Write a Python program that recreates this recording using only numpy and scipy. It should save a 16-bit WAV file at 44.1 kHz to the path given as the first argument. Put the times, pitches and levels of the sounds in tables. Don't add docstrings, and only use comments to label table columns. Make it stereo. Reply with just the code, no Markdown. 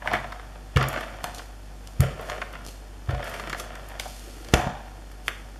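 import sys
import numpy as np
from scipy import signal
from scipy.fft import rfft, irfft, next_fast_len
from scipy.io import wavfile
from scipy.ndimage import uniform_filter1d, map_coordinates

SR = 44100
rng = np.random.default_rng(int(sys.argv[2]) if len(sys.argv) > 2 else 0)


def transcribe(signal):
    frames = np.atleast_2d(signal).T
    limited = np.clip(frames, -1, 1)
    pcm = np.round(limited * 32767).astype(np.int16)
    wavfile.write(sys.argv[1], SR, pcm)


N = 246807


def amp(db):
    return 10 ** (np.asarray(db) / 20)


def unit(x):
    return x / np.sqrt(np.mean(x ** 2) + 1e-20)


def peak(x):
    return x / np.max(np.abs(x))


def along(points, hz):
    f, v = np.transpose(points)
    return np.interp(np.log(hz + 1), np.log(f + 1), v)


def filtered(x, response):
    m = next_fast_len(x.shape[-1] + 8192)
    spectrum = rfft(x, m) * response(np.fft.rfftfreq(m, 1 / SR))
    return irfft(spectrum, m)[..., :x.shape[-1]]


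# (frequency [Hz], relative density [dB per Hz])
AIR_SPECTRUM = [(39, -7), (66, -8), (71, -23), (109, -23), (125, -13), (212, -12), (248, -7), (374, -15),
                (540, -11.5), (1050, -21.5), (1150, -22.5), (7130, -33.5), (13200, -39.5), (15500, -63)]
# (frequency [Hz], left-right likeness [-1 to 1])
AIR_COHERENCE = [(60, -1), (1650, -0.92), (4970, -0.11), (15000, -0.19)]


def air():
    def mid_side_gain(f):
        angle = np.arccos(np.clip(along(AIR_COHERENCE, f), -1, 1)) / 2
        return amp(along(AIR_SPECTRUM, f)) * [np.cos(angle), np.sin(angle)]

    mid, side = filtered(rng.standard_normal((2, N)), mid_side_gain)
    return amp(-44.5) * unit(np.array([mid + side, mid - side]))


# (frequency [Hz], relative density [dB per Hz])
DRONE_SPECTRUM = [(55, -3), (80, 2), (120, 0), (160, 1), (200, -2.5), (280, -3), (400, -28), (600, -60)]


def drone():
    rumble = filtered(rng.standard_normal(N), lambda f: amp(along(DRONE_SPECTRUM, f)))
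    return amp(-54.5) * unit(rumble)


MOTOR_HZ = 49.3
# (multiple of MOTOR_HZ, rms level before balance and waver [dB], left phase lead [rad])
MOTOR_ORDERS = [(1, -43.5, -0.4), (2, -55, 1.7), (3, -55, -2.5), (5, -60, 1.07), (7, -57, 3.5)]


def hum():
    turn = 2 * np.pi * MOTOR_HZ * np.arange(N) / SR
    waver = map_coordinates(rng.standard_normal(40), [np.linspace(0, 39, N)])
    orders = 0
    for multiple, db, lead in MOTOR_ORDERS:
        phase = multiple * turn + np.array([[lead], [-lead]]) / 2
        orders = orders + amp(db) * np.sqrt(2) * np.sin(phase)
    return amp(0.13 * waver + [[-.7], [.7]]) * orders


# (frequency [Hz], t60 [s])
ROOM_T60 = [(100, 0.38), (700, 0.51), (3000, 0.39), (7000, 0.52), (12000, 0.2)]


def room(x):
    out, step = np.zeros((2, N + 3 * SR)), SR // 4
    for start in range(0, N, step):
        hz, t, z = signal.stft(rng.standard_normal((3, SR)), SR, nperseg=256)
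        decay = amp(-60 * t / along(ROOM_T60, hz)[:, None])
        tail = signal.istft(z * decay, SR, nperseg=256)[1]
        tail = tail[:2] + 0.92 * tail[2]
        tail = tail / np.linalg.norm(tail[0])
        wet = signal.fftconvolve(x[None, start:start + step], tail, axes=1)
        out[:, start + 250:][:, :wet.shape[1]] += wet
    return out[:, :N]


# (frequency [Hz], relative level [dB], t60 [s])
TABLE_MODES = [(60.6, 5.5, 0.13), (85, 3.5, 0.086), (131, -5.5, 0.3), (131.5, -1.5, 0.24),
               (206, -7.5, 0.084), (219, -3, 0.048), (331, -6, 0.39)]
# (time [s], push peak [dB], contact time [ms],
# growth of the push per swing [dB], ringing peak over the push peak [dB])
TABLE_BLOWS = [(0.7585, -14.5, 4.2, 2, -1), (1.996, -13.5, 4.3, 2, 0), (3.085, -24.5, 4.85, 0.5, 0.5),
               (3.134, -32, 6.1, -20, 7), (4.5376, -4, 1.09, -18, -4), (4.668, -16.5, 2.8, -5.5, -12)]


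def thumps():
    out, t = np.zeros(N + SR), np.arange(SR // 2) / SR
    modes = sum(amp(db - 60 * t / t60) * np.cos(2 * np.pi * hz * t) for hz, db, t60 in TABLE_MODES)
    for s, db, contact_ms, growth_db, ring_db in TABLE_BLOWS:
        swing = t / (contact_ms / 1000)
        growth = amp(growth_db * np.minimum(swing, 3))
        push = peak(np.where(swing < 3, np.sin(np.pi * swing) * growth, 0))
        ring = peak(signal.fftconvolve(modes, push)[:len(t)])
        out[round(s * SR):][:len(t)] += amp(db) * (push + amp(ring_db) * ring)
    return out[:N]


def contact(t, t60, noise):
    return (1 - np.exp(-t / (0.072 * t60))) * amp(-60 * t / t60) * noise


# (frequency [Hz], relative density [dB per Hz])
SNAP_SPECTRUM = [(2060, -23), (3500, -5.5), (4000, -7), (7090, -8), (8100, -11.5), (12300, -9),
                 (16000, -28.5)]
# (time [s], peak [dB], spectral tilt [dB per octave], force t60 [s])
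EDGE_SNAPS = [(0.1334, -25.5, 4, 0.012), (0.3222, -41, 0, .019), (0.7614, -28, -1, 0.019),
              (0.7701, -22.5, -4, 0.014), (0.8264, -30, 2, 0.013), (0.8845, -21, 10, .015),
              (0.9274, -33, 5, 0.026), (1.0074, -33, 3, 0.017), (1.2411, -14.5, -4.5, 0.0083),
              (1.3473, -27, -1, 0.0065), (1.3814, -28, -7, 0.029), (1.8731, -26.5, -3, 0.0079),
              (2.0043, -15.5, 7, 0.015), (2.2124, -31.5, 13, .007), (2.2982, -24, -5.5, 0.016),
              (2.528, -39, 4, 0.018), (2.6494, -35, -4, 0.012), (2.6648, -18.5, -5, 0.0025),
              (2.6844, -26.5, -6.5, 0.013), (3.1074, -33, -7, .017), (3.2414, -32.5, 6, .017),
              (3.2934, -34.5, 10, .03), (3.3388, -36, 2, .025), (3.3962, -33.5, -2, 0.019),
              (3.4735, -39, 6, 0.0093), (3.496, -24.5, -5.5, 0.022), (3.5284, -30, -2, .013),
              (3.5964, -24, -1, .029), (3.7529, -31, -4.5, .015), (3.8871, -34, 11, .01),
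              (3.9968, -17.5, -3, 0.013), (4.0532, -38, -5, 0.033), (4.4463, -35, -6, .013),
              (4.4862, -27, -8, 0.0085), (4.5376, -6.5, -4.5, 0.018), (5.1144, -43.5, 3, 0.033),
              (5.2804, -19.5, -1.5, 0.014)]


def snaps():
    out, t = np.zeros(N + SR), np.arange(SR // 12) / SR
    for s, db, tilt_db, t60 in EDGE_SNAPS:
        def colour(f):
            return amp(along(SNAP_SPECTRUM, f) + tilt_db * np.log2(f / 8000 + 0.022))

        force = contact(t, t60, rng.standard_normal(len(t)))
        out[round(s * SR):][:len(t)] += amp(db) * peak(filtered(force, colour))
    return out[:N]


# (time [s], main lobe peak [dB], centre frequency [Hz])
TRIGGER_RELEASES = [(5.2819, -4, 2020)]


def lobe(t, at, hz):
    squared = (np.pi * hz * (t - at)) ** 2
    return (1 - 2 * squared) * np.exp(-squared)


def release():
    out, t = np.zeros(N), np.arange(-40, 120) / SR
    for s, db, hz in TRIGGER_RELEASES:
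        front = -0.19 * lobe(t, -.00022, 3.3 * hz)
        bounce = 0.17 * lobe(t, 0.00056, 0.72 * hz)
        out[round(s * SR) - 40:][:len(t)] += amp(db) * (lobe(t, 0, hz) + front + bounce)
    return out


# (frequency [Hz], undamped width [Hz], relative level [dB])
HOUSING_MODES = [(318.6, 40, 5.5), (458, 156, 2.5), (610, 126, 3.5), (728, 51.6, 7), (842, 161, 1.5),
                 (1273, 322, -1.5), (1404, 155, 1.5), (1773, 244, -5.5), (2358, 150, -3), (2420, 300, -6.5),
                 (3310, 740, -13), (4460, 2000, -22.5), (5720, 320, -18.5)]
MODE_HZ = np.array([hz for hz, _, _ in HOUSING_MODES])
IS_HOLLOW = MODE_HZ < 950


def housing(f, weight_db=0, damping=1):
    weights = np.broadcast_to(weight_db, len(HOUSING_MODES))
    modes = 0
    for k, (hz, width, db) in enumerate(HOUSING_MODES):
        loss = 1j * f * width * damping
        modes = modes + (-1) ** k * amp(db + weights[k]) * loss / (hz * hz - f * f + loss)
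    return modes / (1 + 1j * f / 4500 - (f / 4500) ** 2)


SPOT_FOCUS_DB = 14
HOLLOW_FOCUS_DB = 40
TICK_LEFT_DB = -3.5
# (time [s], shell peak before left-right balance [dB],
# hollow knock over the shell [dB], spot struck [Hz], hollow pitch [Hz], force t60 [s])
HOUSING_TICKS = [(0.02, -29.5, -1.5, 1730, 726, 0.034), (0.0578, -25, 2.5, 950, 824, 0.023),
                 (0.0742, -11.5, -10, 1850, 766, 0.014), (0.1141, -16, -4, 912, 760, 0.017),
                 (0.1336, -24.5, -5, 1080, 300, 0.028), (0.1377, -13, -7, 1700, 680, 0.028),
                 (0.1514, -16.5, -7, 1770, 776, 0.026), (0.2423, -25, -2.5, 960, 724, 0.021),
                 (0.321, -26.5, -11, 1230, 736, 0.028), (0.396, -31.5, -13, 1210, 520, 0.02),
                 (0.7614, -16, -4.5, 2950, 460, 0.025), (0.7697, -11.5, -8, 1200, 420, 0.023),
                 (0.8097, -16, -25, 1440, 598, 0.031), (0.8264, -17, -23, 1020, 711, 0.026),
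                 (0.9356, -21.5, -15, 1360, 608, 0.056), (0.9598, -19.5, -6, 1730, 614, 0.021),
                 (0.9715, -21, -12, 1330, 313, 0.051), (1.0077, -26, -4, 1240, 587, 0.022),
                 (1.0258, -28, -21, 1780, 608, 0.039), (1.2027, -36, -4, 1470, 575, 0.035),
                 (1.2406, -14.5, -10, 1570, 656, 0.016), (1.3917, -29, -11, 1210, 590, 0.032),
                 (2.0045, -21, -6, 1170, 335, 0.022), (2.0323, -27, 2, 1120, 613, 0.027),
                 (2.1944, -32, 2.5, 1330, 560, 0.023), (2.2874, -33, 4, 1260, 620, 0.012),
                 (2.2977, -19, -21, 1240, 630, 0.021), (2.318, -24, -6, 1750, 517, 0.011),
                 (2.3785, -32.5, 1.5, 1700, 505, 0.024), (2.4157, -19, -8.5, 1730, 670, 0.033),
                 (2.5355, -28.5, -18, 1140, 458, 0.019), (2.5528, -27.5, -18, 1220, 705, 0.023),
                 (3.0896, -27, -4, 970, 300, 0.036), (3.1074, -27, -9, 1240, 620, 0.025),
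                 (3.1474, -26.5, -7, 1250, 595, 0.021), (3.1936, -25, -3.5, 1370, 610, 0.02),
                 (3.2271, -24, -5.5, 1800, 554, 0.021), (3.2715, -26.5, -4.5, 1730, 565, 0.018),
                 (3.3385, -27, -17, 1740, 716, 0.033), (3.3961, -22, -12, 1070, 624, 0.029),
                 (3.4733, -25.5, -11, 1400, 324, 0.022), (3.496, -25.5, -22, 1280, 716, 0.035),
                 (3.5285, -19, -13.5, 1530, 357, 0.022), (3.5464, -18, -8, 1220, 748, 0.014),
                 (3.5964, -29, -3, 1220, 426, 0.048), (3.7526, -32, -11, 1250, 770, 0.036),
                 (3.9144, -36, -3.5, 1820, 700, 0.027), (3.9544, -40, 1, 1060, 721, 0.013),
                 (3.9969, -18, -12.5, 3350, 770, 0.023), (4.0532, -34.5, 6, 1250, 750, 0.042),
                 (4.268, -51, 11, 1300, 330, 0.055), (4.362, -53.5, 13.5, 1300, 326, 0.04),
                 (4.405, -52, 10.5, 1300, 330, 0.027), (4.4463, -41, -3, 1470, 560, 0.02),
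                 (4.4865, -34.5, -4, 993, 514, 0.011), (4.5376, -6.5, -4.5, 2490, 700, 0.029),
                 (4.6714, -26.5, 11, 902, 810, 0.016), (5.114, -42, -25, 1790, 301, 0.02),
                 (5.2805, -22.5, -12.5, 1540, 510, 0.035)]


def ticks():
    out, t = np.zeros(N + SR), np.arange(SR // 12) / SR
    for s, db, knock_db, spot_hz, knock_hz, t60 in HOUSING_TICKS:
        force = contact(t, t60, rng.standard_normal(len(t)))
        force[40] = (0.04 / t60) ** 2
        damping = 1 + 0.012 / t60
        near_spot = np.where(IS_HOLLOW, -60, -SPOT_FOCUS_DB * np.log2(MODE_HZ / spot_hz) ** 2)
        near_pitch = np.where(IS_HOLLOW, -HOLLOW_FOCUS_DB * np.log2(MODE_HZ / knock_hz) ** 2, -60)
        shell = peak(filtered(force, lambda f: housing(f, near_spot, damping)))
        hollow = peak(filtered(force, lambda f: housing(f, near_pitch)))
        out[round(s * SR):][:len(t)] += amp(db) * (shell + amp(knock_db) * hollow)
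    return out[:N] * amp(np.array([[TICK_LEFT_DB], [-TICK_LEFT_DB]]) / 2)


def grains(rate, spread_db, bed):
    size = amp(spread_db * np.minimum(rng.exponential(size=N), 4))
    hit = (rng.random(N) < rate / SR) * size
    return unit(hit * rng.standard_normal(N)) + bed * rng.standard_normal(N)


def bursts(rows):
    now, powers = np.arange(N) / SR, []
    for s, db, rise, fall, *_ in rows:
        climb = 20 * (now - s) / rise
        powers.append(amp(db + np.minimum(climb, fall * (s - now))) ** 2)
    return np.array(powers)


IDLE_RATTLE_DB, IDLE_CRACKLE_DB, RUMBLE_DB = -52.5, -66.5, -10
# (time of the height [s], level [dB], rise [s], fall [dB per s],
# hollow pitch [Hz], hollow part over the rest [dB])
RATTLE_BURSTS = [(0.078, -31, 0.051, 320, 750, 1), (0.148, -25, 0.088, 300, 750, 0.5),
                 (0.19, -41, .03, 34, 710, 1.5), (0.78, -30, 0.022, 150, 400, 4.5),
                 (0.8, -26.5, 0.034, 52, 700, -1.5), (0.978, -39, 0.12, 63, 604, 2.5),
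                 (1.25, -36.5, 0.013, 134, 700, 3), (2.021, -28.5, .025, 122, 533, 2),
                 (2.2, -36.5, 0.05, 68, 610, 3), (2.292, -36, .02, 66, 585, 0),
                 (2.49, -53, 0.1, 100, 600, -1), (2.536, -41, .015, 88, 600, -0.5),
                 (3.1, -37.5, .02, 51, 610, 4.5), (3.25, -35, 0.14, 19, 610, 0),
                 (3.536, -44, 0.15, 58, 607, 0), (3.812, -50, 0.13, 150, 730, 3),
                 (3.904, -44, .03, 65, 725, 0.5), (4.002, -52, .015, 66, 736, 2.5),
                 (4.3, -56, 0.18, 65, 405, 10.5), (4.51, -46, 0.16, 200, 450, 5),
                 (4.55, -22, .02, 200, 450, 0), (4.569, -22.5, 0.035, 99, 786, 3),
                 (4.69, -40.5, .03, 99, 760, 5), (5.3, -41.5, 0.041, 300, 524, 2),
                 (5.33, -51, .02, 100, 520, -3)]
# (frequency [Hz], relative density [dB per Hz])
CRACKLE_SPECTRUM = [(1470, -23), (2500, -3.5), (4020, -2.5), (4580, -3), (12600, -7.5), (14600, -15),
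                    (16000, -59)]
# (time of the height [s], level [dB], rise [s], fall [dB per s])
CRACKLE_BURSTS = [(0.078, -49.5, .05, 450), (0.148, -52, .1, 200), (0.19, -60, .03, 40),
                  (0.78, -53, .03, 280), (0.978, -52, .1, 58), (1.235, -51.5, 0.013, 70),
                  (1.35, -44.5, 0.018, 140), (1.9, -61, 0.33, 40), (2.02, -54, .04, 87),
                  (2.285, -50, 0.19, 64), (2.418, -56, .02, 300), (2.67, -48, .05, 102),
                  (3.1, -56, .025, 334), (3.26, -49.5, 0.049, 40), (3.385, -51, .3, 170),
                  (3.536, -57, 0.14, 320), (3.586, -40.5, .022, 240), (3.89, -56.5, 0.25, 38),
                  (4.005, -46, 0.022, 22), (4.2, -61, .4, 47), (4.5, -56, 0.31, 200),
                  (4.561, -35.5, .04, 177), (5.27, -48, 0.044, 700), (5.328, -60, .05, 27)]


def stroke():
    def table_top(f):
        return sum(amp(db) * 1j * f * 30 / (hz * hz - f * f + 1j * f * 30)
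                   for hz, db, _ in TABLE_MODES if hz > 110)

    power = bursts(RATTLE_BURSTS)
    rumble = np.sqrt(power.sum(0)) * unit(filtered(rng.standard_normal(N), table_top))

    force = grains(rate=700, spread_db=3, bed=0.94)
    scale = np.std(filtered(force, housing))
    idle = amp(IDLE_RATTLE_DB) ** 2
    upper = filtered(force, lambda f: housing(f, np.where(IS_HOLLOW, -99, 0)))
    rattle = np.sqrt(power.sum(0) + idle) * upper
    for hz in MODE_HZ[IS_HOLLOW]:
        weight = [amp(db - HOLLOW_FOCUS_DB * np.log2(hz / pitch) ** 2) ** 2
                  for *_, pitch, db in RATTLE_BURSTS]
        mode = filtered(force, lambda f: housing(f, np.where(MODE_HZ == hz, 0, -99)))
        rattle = rattle + np.sqrt(weight @ power + idle) * mode

    tearing = grains(rate=4100, spread_db=6.5, bed=1.3)
    crackle = unit(filtered(tearing, lambda f: amp(along(CRACKLE_SPECTRUM, f))))
    crackle_level = np.sqrt(bursts(CRACKLE_BURSTS).sum(0) + amp(IDLE_CRACKLE_DB) ** 2)
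    return amp(RUMBLE_DB) * rumble + rattle / scale + crackle_level * crackle


# (frequency [Hz], left phase lead [rad])
PORT_PHASE = [(3000, 0), (5500, -.25), (7500, -.45), (9500, -.7), (12500, -1.3), (16000, -1.8)]


def scene():
    def near_field(f):
        wall = 1 + 0.13 * np.exp(-2j * np.pi * f * 0.0065)
        return wall * np.exp(.5j * np.array([[1], [-1]]) * along(PORT_PHASE, f))

    table = thumps()
    gun = ticks() + snaps() + (release() + stroke()) * amp([[-.6], [.6]])
    close = filtered(gun + table, near_field)
    reverberant = room(amp(-8.5) * gun.mean(0) + amp(-6.0) * table)
    return close + reverberant + hum() + air() + drone()


TOP_HZ = 16478
# (centre [Hz], width [Hz], depth [0-1])
RESPONSE_DIPS = [(3900, 130, .85), (7860, 90, .9)]


def record(dry):
    over_db = np.maximum(20 * np.log10(np.abs(dry).max(0) + 1e-9) + 4, 0)
    slope = 14 * np.arange(N) / SR
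    held_db = np.maximum.accumulate(np.minimum(over_db, 6) + slope)
    cut_db = np.maximum(held_db - slope, 0)
    cut_db = uniform_filter1d(np.pad(cut_db, (440, 0))[:N], size=880)

    def response(f):
        dips = np.prod([1 - depth * np.exp(-((f - hz) / width) ** 2)
                        for hz, width, depth in RESPONSE_DIPS], axis=0)
        low_cut = 1 - 1j * 36 / (f + 1) - (40 / (f + 1)) ** 2
        high_cut = np.sqrt(1 + (f / 15000) ** 24)
        return dips * (f < TOP_HZ) / low_cut / high_cut

    return np.clip(filtered(dry * amp(-cut_db), response), -1, 1)


dry = scene()
out = record(dry)
transcribe(out)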